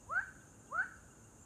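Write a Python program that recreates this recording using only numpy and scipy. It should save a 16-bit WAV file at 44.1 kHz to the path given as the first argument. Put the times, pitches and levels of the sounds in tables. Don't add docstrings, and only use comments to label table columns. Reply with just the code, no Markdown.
import sys
import numpy as np
from scipy import signal
from scipy.fft import rfft, irfft, next_fast_len
from scipy.io import wavfile
from scipy.ndimage import uniform_filter1d, map_coordinates

SR = 44100
rng = np.random.default_rng(int(sys.argv[2]) if len(sys.argv) > 2 else 0)


def store_pcm(level_fs):
    pcm = np.round(np.clip(level_fs, -1, 1) * 32767).astype(np.int16)
    wavfile.write(sys.argv[1], SR, np.atleast_2d(pcm).T)


N = 63945
T = np.arange(N) / SR

# (start [s], gain [dB], pitch [ratio], time from start to a dip in harmonic 2 [s])
CALLS = [(.06, -1.5, 1.0, 0.0858), (.682, -2, 0.99, .092)]
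# (time from its start [s], fundamental [Hz])
CALL_PITCH = [(0, 369), (.028, 482.3), (.044, 539.5), (.058, 624.4), (.072, 666.5), (.1, 718.4),
              (.134, 792), (.146, 890), (.163, 980)]
# (time from its start [s], relative level [dB])
CALL_ENVELOPE = [(0, -61.5), (.028, -59.5), (.048, -40), (.06, -40), (.074, -35), (.088, -37.5),
                 (.103, -32), (.134, -32.5), (.143, -38), (.152, -40.5), (.163, -53)]
# (harmonic [number], relative level [dB])
SYRINX_HARMONICS = [(1, -13.5), (2, -2), (3, -29), (4, -38.5), (5, -59), (6, -47), (7, -63)]
# (frequency [Hz], gain [dB])
THROAT_RESPONSE = [(400, 6), (560, 5), (680, -3.5), (780, -5), (880, -2), (1000, 4.5), (1150, 1.5),
                   (1600, 4), (1800, -6.5), (1950, -10.5), (2120, -2), (2330, -11), (2550, -4.5),
                   (3000, -5), (3300, -11), (4150, -5), (4400, 8.5), (4650, -4), (5500, -5)]
# (frequency [Hz], relative density [dB])
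BREATH_SPECTRUM = [(300, -28), (700, -7), (1400, 12), (2000, -1.5), (2700, -20.5), (3500, -16.5),
                   (4600, -15.5), (6000, -36), (9000, -52)]
# (frequency [Hz], gain [dB])
ECHO_RESPONSE = [(500, -3.5), (800, -3.5), (1100, -2), (1320, 4), (1520, -2), (1720, 3), (1950, 2),
                 (2250, 12), (2700, 7.5), (3400, 11.5), (4400, 9), (6000, -4)]
# (frequency [Hz], time to fall 60 dB [s])
TREE_DECAY = [(500, 0.32), (1500, 0.56), (4500, 0.9), (9000, .3)]
# (start [s], peak level of the fundamental [dB])
CRICKET_CHIRPS = [(-.01, -78), (0.133, -74.5), (.27, -78), (.403, -78.5), (.535, -78), (0.673, -75.5),
                  (0.814, -74), (0.961, -78), (1.096, -76), (1.233, -75), (1.374, -80)]
# (centre time [s], frequency [Hz], level [dB])
INSECT_TICKS = [(.412, 3426, -80), (.678, 3335, -78), (.968, 4850, -82)]
# (frequency [Hz], relative density [dB])
CHORUS_SPECTRUM = [(3180, -54), (5400, -20.5), (5810, -15.5), (6240, -4), (7040, 0.5), (7700, -7.5),
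                   (8640, -7), (11800, -23), (13900, -21), (15000, -41)]
# (frequency [Hz], width [Hz], level [dB], swell [dB])
NEAR_INSECTS = [(6360, 130, -78.5, 3), (6860, 150, -77, 3), (7270, 90, -79.5, 9.5)]
# (time [s], relative level [dB])
RUMBLE_ENVELOPE = [(0.0, -57.5), (0.064, -63.5), (0.08, -58), (0.738, -67.5), (0.77, -60), (0.794, -70.5),
                   (1.074, -59.5), (1.138, -66.5), (1.45, -63.5)]
# (frequency [Hz], relative density [dB])
RUMBLE_SPECTRUM = [(20, -33), (35, -13.5), (55, 2.5), (75, -4), (100, -0.5), (135, -5.5), (190, -14),
                   (400, -49)]
# (frequency [Hz], relative density [dB])
AIR_SPECTRUM = [(82, -30), (140, -0.5), (427, -7), (697, -11.5), (775, -11), (931, -12.5), (1190, -15),
                (1470, -17.5), (2260, -28.5), (2760, -25.5), (2980, -28), (4230, -32.5), (5400, -33.5),
                (7020, -57), (11900, -120)]
# (frequency [Hz], level [dB])
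DRONE_TONES = [(109, -71), (199, -76.5), (228, -74.5), (275, -76.5), (319, -80)]


def whistle(start, gain_db, pitch_ratio, dip_at, jitter=0.0032, shimmer_db=1.2, flutter_per_s=260):
    t = T - start
    slide_hz = uniform_filter1d(np.interp(t, *np.transpose(CALL_PITCH)), size=220)
    hz = pitch_ratio * slide_hz * (1 + jitter * wobble(flutter_per_s))
    phase = 2 * np.pi * np.cumsum(hz) / SR
    length_s = CALL_ENVELOPE[-1][0] + 0.0035
    gate = np.clip(np.minimum(t, length_s - t) / 0.0017, 0, 1)
    level_db = gain_db + np.interp(t, *np.transpose(CALL_ENVELOPE)) + shimmer_db * wobble(flutter_per_s)
    dip = 1 - 0.71 * np.exp(-((t - dip_at) / 0.0041) ** 2)
    tone = np.zeros(N)
    for k, db in SYRINX_HARMONICS:
        harmonic = amp(db + along(THROAT_RESPONSE, k * hz)) * np.sin(k * phase)
        tone += harmonic * dip if k == 2 else harmonic
    breath = amp(-26.5) * noise(BREATH_SPECTRUM)
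    return gate * amp(level_db) * (np.sqrt(2) * tone + breath)


def bird(near_t60_s=0.23, far_t60_s=2.66):
    sound = np.zeros(N)
    for row in CALLS:
        call = whistle(*row)
        reflected = filtered(call, lambda hz: amp(along(ECHO_RESPONSE, hz)))
        middle = amp(-16.5) * tree_echoes(reflected, TREE_DECAY)
        near = amp(-12) * tree_echoes(reflected, [(1000, near_t60_s)])
        far = amp(-29) * tree_echoes(reflected, [(1000, far_t60_s)])
        sound += call + near + middle + far
    return sound


def tree_echoes(x, t60s, delay_s=0.01, build_s=0.013):
    hz, t, spectrum = signal.stft(rng.standard_normal(SR), SR, nperseg=256)
    decay = amp(-60 * t / along(t60s, hz)[:, None])
    tail = signal.istft(spectrum * decay, SR, nperseg=256)[1]
    since_arrival = np.maximum(np.arange(len(tail)) / SR - delay_s, 0)
    tail *= 1 - np.exp(-since_arrival / build_s)
    return signal.fftconvolve(x, tail / np.linalg.norm(tail))[:N]


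def cricket(pitch_hz=2785, rise_hz=69.3, pulse_s=0.031, weak_delay_s=0.052, weak_db=-10.5):
    song = np.zeros(N)
    for start, db in CRICKET_CHIRPS:
        for t, level_db in ((T - start, db), (T - start - weak_delay_s, db + weak_db)):
            progress = np.clip(t / pulse_s, 0, 1)
            hz = pitch_hz + rise_hz * (progress - 0.5)
            roughness = 0.6 * wobble(110)
            phase = 2 * np.pi * np.cumsum(hz) / SR + roughness
            tone = np.sin(phase) + amp(2.5) * np.sin(3 * phase)
            song += np.sqrt(2) * amp(level_db) * np.sin(np.pi * progress) * tone
    return song + amp(-11) * tree_echoes(song, TREE_DECAY)


def insect_ticks(half_length_s=0.011):
    return sum(amp(db) * np.exp(-((T - centre) / half_length_s) ** 2) * narrow_noise(hz, width_hz=450)
               for centre, hz, db in INSECT_TICKS)


def insect_chorus(hiss_db=-67):
    chorus = amp(hiss_db + 0.25 * wobble(25)) * noise(CHORUS_SPECTRUM)
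    for hz, width_hz, db, swell_db in NEAR_INSECTS:
        chorus += amp(db) * unit(narrow_noise(hz, width_hz) * amp(swell_db * wobble(28)))
    return chorus


def distant_night(rumble_trim_db=-1, air_db=-64):
    rumble = amp(np.interp(T, *np.transpose(RUMBLE_ENVELOPE)) + rumble_trim_db) * noise(RUMBLE_SPECTRUM)
    air = amp(air_db + 0.26 * wobble(9.9)) * noise(AIR_SPECTRUM)
    drone = sum(amp(db) * narrow_noise(hz, width_hz=8.96) for hz, db in DRONE_TONES)
    return rumble + air + drone


def amp(db):
    return 10 ** (np.asarray(db) / 20)


def unit(x):
    return x / np.sqrt(np.mean(x ** 2) + 1e-20)


def along(points, hz):
    freqs, values = np.transpose(points)
    return np.interp(np.log(hz + 1), np.log(freqs + 1), values)


def wobble(knots_per_s):
    return map_coordinates(rng.standard_normal(N // 8), [T * knots_per_s + 2])


def filtered(x, response):
    size = next_fast_len(N + SR // 2)
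    return irfft(rfft(x, size) * response(np.fft.rfftfreq(size, 1 / SR)), size)[:N]


def noise(spectrum):
    return unit(filtered(rng.standard_normal(N), lambda hz: amp(along(spectrum, hz))))


def narrow_noise(hz, width_hz):
    phase = 2 * np.pi * hz * T
    return unit(wobble(width_hz) * np.cos(phase) + wobble(width_hz) * np.sin(phase))


def scene():
    return (bird() + cricket() + insect_ticks() + insect_chorus() + distant_night())[None]


def record(dry, band_limit_hz=15250):
    return np.array([filtered(channel, lambda hz: hz < band_limit_hz) for channel in dry])


dry = scene()
out = record(dry)
store_pcm(out)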